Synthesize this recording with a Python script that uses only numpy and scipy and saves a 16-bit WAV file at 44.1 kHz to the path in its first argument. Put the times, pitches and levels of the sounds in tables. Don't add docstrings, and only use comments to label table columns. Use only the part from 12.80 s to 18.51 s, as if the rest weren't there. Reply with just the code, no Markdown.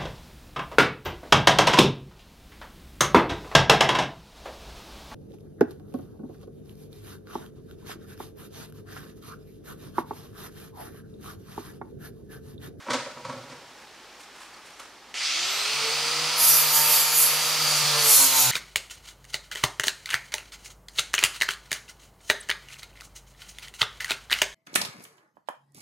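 import sys
import numpy as np
from scipy import signal
from scipy.fft import rfft, irfft, next_fast_len
from scipy.io import wavfile
from scipy.ndimage import uniform_filter1d, map_coordinates

SR = 44100
rng = np.random.default_rng(int(sys.argv[2]) if len(sys.argv) > 2 else 0)


def to_wav(s):
    ch = np.atleast_2d(s).T
    pcm = np.round(np.clip(ch, -1, 1) * 32767)
    wavfile.write(sys.argv[1], SR, pcm.astype(np.int16))


def ratio(d):
    e = np.asarray(d, float) / 20
    return 10 ** e


N = 251811
TIME_S = np.arange(N) / SR
GEAR = 31 / 10
TOUCH_S = 3.595


def unit(x):
    return x / np.sqrt(np.mean(x ** 2) + 1e-20)


def noise():
    return rng.standard_normal(N)


def along(points, hz):
    point_hz, value = np.transpose(points)
    return np.interp(np.log(hz + 1), np.log(point_hz + 1), value)


def curves(rows):
    s, *columns = np.transpose(rows)
    return [np.interp(TIME_S, s, column, -120) for column in columns]


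def wobble(rate):
    return map_coordinates(rng.standard_normal(N // 32), [TIME_S * rate])


def filtered(x, response):
    m = next_fast_len(N + SR // 2)
    return irfft(rfft(x, m) * response(np.fft.rfftfreq(m, 1 / SR)), m)[..., :N]


def band(f, lo_hz, hi_hz):
    low_cut = 1 + np.sqrt(2) * lo_hz / (1j * f + 1e-9) - (lo_hz / (f + 1e-9)) ** 2
    high_cut = 1 + np.sqrt(2) * 1j * f / hi_hz - (f / hi_hz) ** 2
    return 1 / low_cut / high_cut


def modes(f, rows):
    total = 0
    for k, (hz, width, db) in enumerate(rows):
        total = total + (-1) ** k * ratio(db) * 1j * f * width / (hz * hz - f * f + 1j * f * width)
    return total


def patchy(x, depth_db, bins=6, frames=12):
    z = signal.stft(x, nperseg=512)[2]
    field = uniform_filter1d(rng.standard_normal(z.shape), bins, 0)
    field = uniform_filter1d(field, frames, 1)
    return signal.istft(z * ratio(depth_db * unit(field)), nperseg=512)[1][:N]


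def split(x, colour, edges_hz, levels_db, order=14):
    def above(f, edge):
        return 1 / np.sqrt(1 + (edge / (f + 1)) ** order)

    def cut(lo, hi):
        return lambda f: colour(f) * above(f, lo) * above(hi, f)

    bands = zip(edges_hz, edges_hz[1:], levels_db)
    return sum(ratio(db) * unit(filtered(x, cut(lo, hi))) for lo, hi, db in bands)


def tone(turns, order, db, flutter_db=2, blur=0.23):
    level = np.sqrt(2) * ratio(db + flutter_db * wobble(18))
    return level * np.sin(2 * np.pi * order * turns + blur * wobble(40))


def gestures(s, db, rise_s, fall_s, hold_s=0):
    s, db, fall_s, hold_s = [np.reshape(v, (-1, 1)) for v in (s, db, fall_s, hold_s)]
    t = np.arange(0, N + 32, 32) / SR - s
    drop = np.maximum(-t, 0) / rise_s + np.maximum(t - hold_s, 0) / fall_s
    power = np.sum(ratio(db - 60 * drop) ** 2, axis=0)
    return np.interp(np.arange(N) / 32, np.arange(len(power)), 10 * np.log10(power + 1e-14))


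# start_s, spindle_hz, shake_db
SPINDLE = [(2.34, 29.55, -76), (2.46, 81.5, -84), (2.6, 112.4, -66), (2.72, 126.2, -67), (2.84, 133.4, -67),
           (2.96, 141.5, -58), (3.16, 148.3, -54.5), (3.43, 155.1, -48), (3.6, 157.1, -51.5),
           (3.8, 151.7, -45), (4.04, 151.4, -48.5), (4.28, 150.9, -53.5), (4.76, 154.4, -47),
           (5.07, 148.2, -38.5), (5.28, 145, -44), (5.38, 138.1, -51), (5.63, 126.8, -51), (5.7, 127, -35)]


def spindle():
    speed, shake = curves(SPINDLE)
    speed = uniform_filter1d(np.clip(speed, 0, None), round(0.08 * SR), mode="nearest")
    return speed, np.cumsum(speed) / SR, shake


# mode_hz, width_hz, swell_db
ORDER_SWELLS = [(253, 7.7, 13), (271, 8.6, 16), (862.5, 29.5, 13.5), (908.6, 29, 11), (958, 31, 20.5),
                (1032.6, 32, 18)]
# mode_hz, width_hz, swell_db
ARMATURE_SWELLS = [(450.4, 11, 9)]


def order_levels(speed, shake):
    def swell(order, rows):
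        return sum(db / (1 + (2 * (order * speed - hz) / width) ** 4) for hz, width, db in rows)

    running = np.where(TIME_S > SPINDLE[0][0], 0, -120)
    touch = TIME_S > TOUCH_S
    labour = touch * np.clip((141.5 - speed) / 5, 0, 1)
    armature = -47.5 + 0.14 * (speed - 150) + swell(GEAR, ARMATURE_SWELLS)
    armature = armature - 0.6 * np.clip(110 - speed, 0, None) - 5 * labour
    rough_db = 5.5
    second = -62 + 0.5 * (shake + 50) + touch * swell(1.995, ORDER_SWELLS) + rough_db * wobble(7)
    sixth = -56 + swell(6, ORDER_SWELLS) + rough_db * wobble(9)
    sag_hz = np.clip(150 - speed, 0, 15)
    seventh = -57 + 0.5 * sag_hz + swell(7, ORDER_SWELLS) + rough_db * wobble(9)
    return [running + db for db in (second, armature, sixth, seventh)]


# start_s, effort_db
EFFORT_CURVE = [(2.34, -56), (2.355, -43), (2.4, -36), (2.45, -30), (2.59, -32), (3.49, -31), (3.65, -28),
                (4.07, -30), (4.14, -25.5), (4.24, -31.5), (4.6, -30.5), (5.19, -25.5), (5.39, -27),
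                (5.52, -30.5), (5.59, -27.5), (5.71, -32)]


def motor_levels(speed):
    gears, = curves(EFFORT_CURVE)
    since_s = np.clip(TIME_S - EFFORT_CURVE[0][0], 0, None)
    start = 20 * np.log10(1 - np.exp(-since_s / 0.0082) + 1e-6)
    effort = np.clip(gears + 30, -6, None)
    housing = -35.5 + 0.14 * np.clip(speed - 150, -60, 0) + 0.47 * effort + start
    air = -33.5 + 0.24 * effort + start
    hiss = -38 + 0.31 * effort + start
    return housing, air, gears, hiss


# tone_hz, level_db
MOTOR_COLOUR = [(35, -64), (60, -36), (142, -15), (197, -22), (404, -15.5), (465, -9), (535, -6.5),
                (1050, -2.5), (1320, 0), (1560, -9), (2600, -5.5), (3860, -6), (4440, -2.5), (8720, -12.5),
                (15600, -22)]
# mode_hz, width_hz, level_db
CASING_MODES = [(248, 10.54, 5), (1360, 150, -13.5), (1975, 45, -1.5), (2440, 500, -4), (5140, 9.8, 6.5),
                (6035, 5, 13), (8750, 49, -7)]
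# start_s, level_db
FAN_WHINE = [(2.55, -80), (2.64, -56), (2.74, -46), (2.9, -57), (3.15, -54), (3.5, -61), (3.7, -72),
             (5.7, -74)]


def motor(speed, turns, armature_db):
    housing, air, gears, hiss = motor_levels(speed)

    def colour(f):
        return ratio(along(MOTOR_COLOUR, f)) * (1 + abs(modes(f, CASING_MODES)))

    top = hiss - 8 + 0.16 * (speed - 150)
    levels = [housing - 1, air, gears - 3, hiss, top]
    rush = split(patchy(noise(), 0.64), colour, [60, 1650, 3500, 5500, 9000, 18000], levels)
    lines = tone(turns, GEAR, armature_db)
    lines = lines + tone(turns, 2 * GEAR, np.minimum(armature_db, -47) - 1, 0.8)
    lines = lines + tone(turns, 5 * GEAR, armature_db / 2 - 27, 3.3)
    mesh = tone(turns, 31, gears - 11, 4, 0.7)
    mesh = mesh + tone(turns, 31, gears - 5, 0, 0) * unit(wobble(450))
    mesh = mesh + tone(turns, 62, gears - 3, 0, 0) * unit(wobble(900))
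    gearbox = lambda f: modes(f, [(4700, 2300, 0)]) * band(f, 1660, 10500) ** 2
    whine = tone(turns, 31 * GEAR, curves(FAN_WHINE)[0], 2.5, 0.7)
    return rush + lines + filtered(mesh, gearbox) + whine


# start_s, hold_s, panel_db, grit_over_panel_db, sparkle_over_panel_db
BITES = [
    (3.631, 0.092, -27, 5, -17),
    (3.766, .03, -34, 4.5, 2),
    (3.955, 0.027, -28, -4.5, -1),
    (4.102, 0.056, -28, 4.5, -9),
    (4.376, 0.051, -30.5, 7.5, -22),
    (4.63, 0.074, -41, -9, -5),
    (4.9, 0.075, -32, -34, -29),
    (5.315, 0.042, -19.5, 0, -27),
    (5.409, .03, -21, -11, -9),
    (5.587, 0.039, -21, -9, -11),
]
# panel_db, grit_db, sparkle_db
RESTING_DB = [-34.5, -58, -46.5]


def contact():
    s, hold, panel, grit, sparkle = np.transpose(BITES)
    landing = np.clip(60 * (TIME_S - TOUCH_S) / 0.16, None, 0)
    levels = []
    for over, rest in zip([0, grit, sparkle], RESTING_DB):
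        moves = gestures([*s, s[0]], [*(panel + over), rest], 0.38, 0.48, [*hold, 9])
        levels.append(landing + moves)
    return levels


def surface(turns, memory, size=300):
    fresh = rng.standard_normal((700, size))
    rim = signal.lfilter([1], [1, -memory], fresh, axis=0)
    return map_coordinates(rim.ravel(), [(turns + 30) * size])


# tone_hz, level_db
GRIND_COLOUR = [(5000, -4.5), (5900, -5), (6900, -4.5), (8000, -3.5), (9500, -1), (10800, 4.5), (12400, 8),
                (13100, 2.5), (14300, 5), (15000, 5), (15800, -21)]
# mode_hz, width_hz, level_db
PANEL_MODES = [(5830, 25, 7), (5920, 25, 5), (6440, 25, 3), (6650, 30, 3), (6820, 30, 6), (7200, 30, 3),
               (9317, 25, 5), (9861, 20, 5), (10210, 20, 5), (10434, 18, 5), (10817, 30, 6), (11078, 20, 5),
               (11973, 20, 5), (12197, 30, 6), (12490, 40, 6), (14100, 30, 2), (14500, 40, 2)]


def disc(speed, turns, first, second, sixth, seventh):
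    levels = contact()
    touch = levels[0] > -60
    beat = tone(turns, 0.99, first) + tone(turns, 2, second)
    beat = beat + touch * (tone(turns, 6, sixth) + tone(turns, 7, seventh))
    load = (np.maximum(sixth, seventh) + np.minimum(first, -44)) / 2
    for order, db in [(4, -4.5), (5, -5.5), (8, 1), (9, -7), (11, -2), (12, -2.5)]:
        beat = beat + touch * tone(turns, order, load + db, 2.1)
    bite = ratio(0.37 * np.cos(2 * np.pi * turns) + 0.25 * wobble(30))
    kept = np.clip((speed - 128) / 22, 0.3, 1)
    rim = kept * unit(surface(turns, memory=0.7)) + np.sqrt(1 - kept ** 2) * noise()
    grit = patchy(bite * rim, 1.3, bins=16, frames=20)

    def colour(f):
        return ratio(along(GRIND_COLOUR, f)) * (1 + abs(modes(f, PANEL_MODES)))

    return beat + split(grit, colour, [5150, 8310, 13050, 18000], levels)


def switch():
    t = TIME_S - 2.3415
    snap = (t > 0) * ratio(-25 - 60 * np.abs(t) / 0.027) * noise()
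    return filtered(snap, lambda f: band(f, 260, 6400) ** 2)


# mode_hz, width_hz, level_db
BOX_MODES = [(253, 20, 0), (355, 18, -8), (480, 18, -5), (544, 28, 2), (615, 12, -5), (760, 20, -9),
             (958, 25, 0), (1130, 18, -1), (1300, 70, -8), (1970, 40, -10), (2300, 120, -14)]


def steel(f):
    return (modes(f, BOX_MODES) + 0.13 * band(f, 300, 1300)) * band(f, 170, 6000)


# start_s, level_db, dies_s, boom_over_level_db, scrape_over_level_db
BOX_MOVES = [(.07, -38.5, .5, -22, -12), (.092, -32, 0.27, -18, -20), (0.107, -25, 0.29, -18, -5),
             (.15, -36.5, 0.64, -14, 0.5), (.275, -39, 0.23, -22, -7), (.368, -46, 0.67, -11, -18),
             (.42, -55, .3, 5, -7), (0.452, -39, 0.52, 0.5, -7), (.5, -39, 0.94, -14, -11),
             (.57, -49, 0.42, -3, -8), (.702, -49, 0.68, -5, -2.5)]
# tone_hz, level_db
SCRAPE_COLOUR = [(880, -28), (1500, 1), (1640, -2), (1920, -0.5), (2920, -8.5), (3210, -6), (5090, -7),
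                 (9420, -20), (15500, -57)]


def box_drag():
    s, db, dies, boom_over, scrape_over = np.transpose(BOX_MOVES)
    boom, lid, scrape = [gestures(s, db + over, 0.032, dies) for over in (boom_over, 0, scrape_over)]
    grains = noise() * ratio(2.5 * wobble(91.2))
    ring = split(grains, steel, [150, 720, 1800], [lid - 3, lid - 3])
    hollow = filtered(noise(), lambda f: modes(f, [(131, 38, 0)]) ** 2 * band(f, 95, 200))
    raw = filtered(grains, lambda f: ratio(along(SCRAPE_COLOUR, f)))
    return ring + ratio(boom) * unit(hollow) + ratio(scrape + 1.5) * unit(raw)


# start_s, peak_db, treble_db
BLOWS = [(0.066, -25, -24), (0.085, -15.5, -39), (0.105, -16.5, -8.5), (0.132, -18, -1.5),
         (0.262, -21.5, -29), (0.372, -23.5, -29), (0.45, -26, -19), (0.496, -22, -25), (0.698, -29, -16),
         (1.434, -44, 5), (1.556, -42, -15), (1.608, -45, -9), (1.863, -48, 1), (1.997, -33, -2.5),
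         (2.024, -42, -20)]


def box_knocks():
    body, treble = np.zeros((2, N + SR))
    t = np.arange(SR // 10) / SR
    for s, db, treble_db in BLOWS:
        start = round(s * SR)
        crack = ratio(db - 60 * t / 0.079) * rng.standard_normal(len(t))
        body[start:][:12] += ratio(db + 17) * np.hanning(12)
        body[start:][:len(t)] += crack * ratio(-6)
        treble[start:][:len(t)] += crack * ratio(treble_db)
    return filtered(body[:N], steel) + filtered(treble[:N], lambda f: band(f, 2200, 8300) ** 3)


# start_s, thud_db, dies_s, crinkle_over_thud_db
SHEET_MOVES = [(.01, -49, .6, -11), (.984, -58, 1.3, -5), (1.409, -53, 0.22, 1.5), (1.564, -51.5, 0.56, -6),
               (1.618, -47.5, 0.46, -5), (1.74, -51, 0.47, -10), (1.862, -54.5, .7, -1),
               (2.002, -45, 0.34, -6.5), (2.06, -63, 0.83, -7), (2.23, -56, .8, -15), (2.306, -53, .1, -10)]


def cardboard():
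    s, db, dies, crisp = np.transpose(SHEET_MOVES)
    thud, crinkle = [gestures(s, db + over, 0.11, dies) for over in (0, crisp)]
    clumps = noise() * ratio(2.2 * wobble(150))
    sheet = lambda f: 0.35 + abs(modes(f, [(1200, 520, 9), (8400, 3400, -11)]))
    return split(clumps, sheet, [600, 2400, 11500], [thud - 1, crinkle + 2])


# start_s, pitch_hz, end_pitch_hz, level_db
BIRD_CALLS = [
    (1.735, 4730, 4200, -51),
    (1.738, 5750, 5700, -57),
    (1.765, 4700, 4870, -56),
    (1.93, 5700, 5700, -54),
]


def bird():
    out = np.zeros(N)
    length = 800
    for s, hz, end_hz, db in BIRD_CALLS:
        phase = 2 * np.pi * np.cumsum(np.linspace(hz, end_hz, length)) / SR
        out[round(s * SR):][:length] += ratio(db) * np.hanning(length) * np.sin(phase) * 2
    return out


# tone_hz, level_db
YARD_COLOUR = [(36, -39), (62, -19), (139, -15.5), (299, -8), (703, -8.5), (754, -7), (827, -5), (886, -6),
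               (5510, -14.5), (15600, -36.5)]


def yard():
    colour = [(20, -38)] + YARD_COLOUR[1:]
    air = unit(filtered(patchy(noise(), 0.35), lambda f: ratio(along(colour, f))))
    hum = ratio(-72) * np.sin(2 * np.pi * 50 * TIME_S)
    return ratio(-49 + 0.6 * wobble(3)) * air + hum


# tone_hz, t60_s
WALL_DECAY = [(200, 0.17), (2000, 0.5), (10000, 0.069)]


def walls(x):
    hz, t, z = signal.stft(rng.standard_normal(SR // 2), SR, nperseg=256)
    decay = ratio(-60 * t / along(WALL_DECAY, hz)[:, None])
    tail = signal.istft(z * decay, SR, nperseg=256)[1]
    return signal.fftconvolve(np.pad(x, (500, 0)), tail / np.linalg.norm(tail))[:N]


# tone_hz, side_db
STEREO_WIDTH = [(100, -27), (600, -23.5), (1300, -29), (2100, -16), (4000, -9.5), (8000, -5), (14000, -4.5)]
# tone_hz, left_minus_right_db
PORT_LEAN = [(30, -.3), (70, -1.7), (350, -1.4), (700, -.6), (1400, -.1), (2800, -.5), (5500, -1),
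             (11000, -1.8)]


def two_ports(mid):
    scatter = rng.standard_normal(12000) * ratio(-60 * np.arange(12000) / SR / 0.5)
    side = signal.fftconvolve(mid, scatter / np.linalg.norm(scatter))[:N]
    side = filtered(side, lambda f: ratio(along(STEREO_WIDTH, f)))
    lean = lambda f: ratio(along(PORT_LEAN, f) / 2 * [[1], [-1]])
    return filtered(np.array([mid + side, mid - side]), lean)


def scene():
    speed, turns, first = spindle()
    second, armature, sixth, seventh = order_levels(speed, first)
    grinder = motor(speed, turns, armature) + disc(speed, turns, first, second, sixth, seventh) + switch()
    knocks = box_knocks()
    box = box_drag() + knocks + ratio(-11.5) * walls(knocks)
    return two_ports(grinder + box + cardboard() + bird() + yard())


def band_limit(x):
    return signal.sosfilt(signal.butter(12, 16330, fs=SR, output="sos"), x)


def record(dry):
    mix = filtered(dry, lambda f: f < 15750)
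    return band_limit(mix)


dry = scene()
out = record(dry)
to_wav(out)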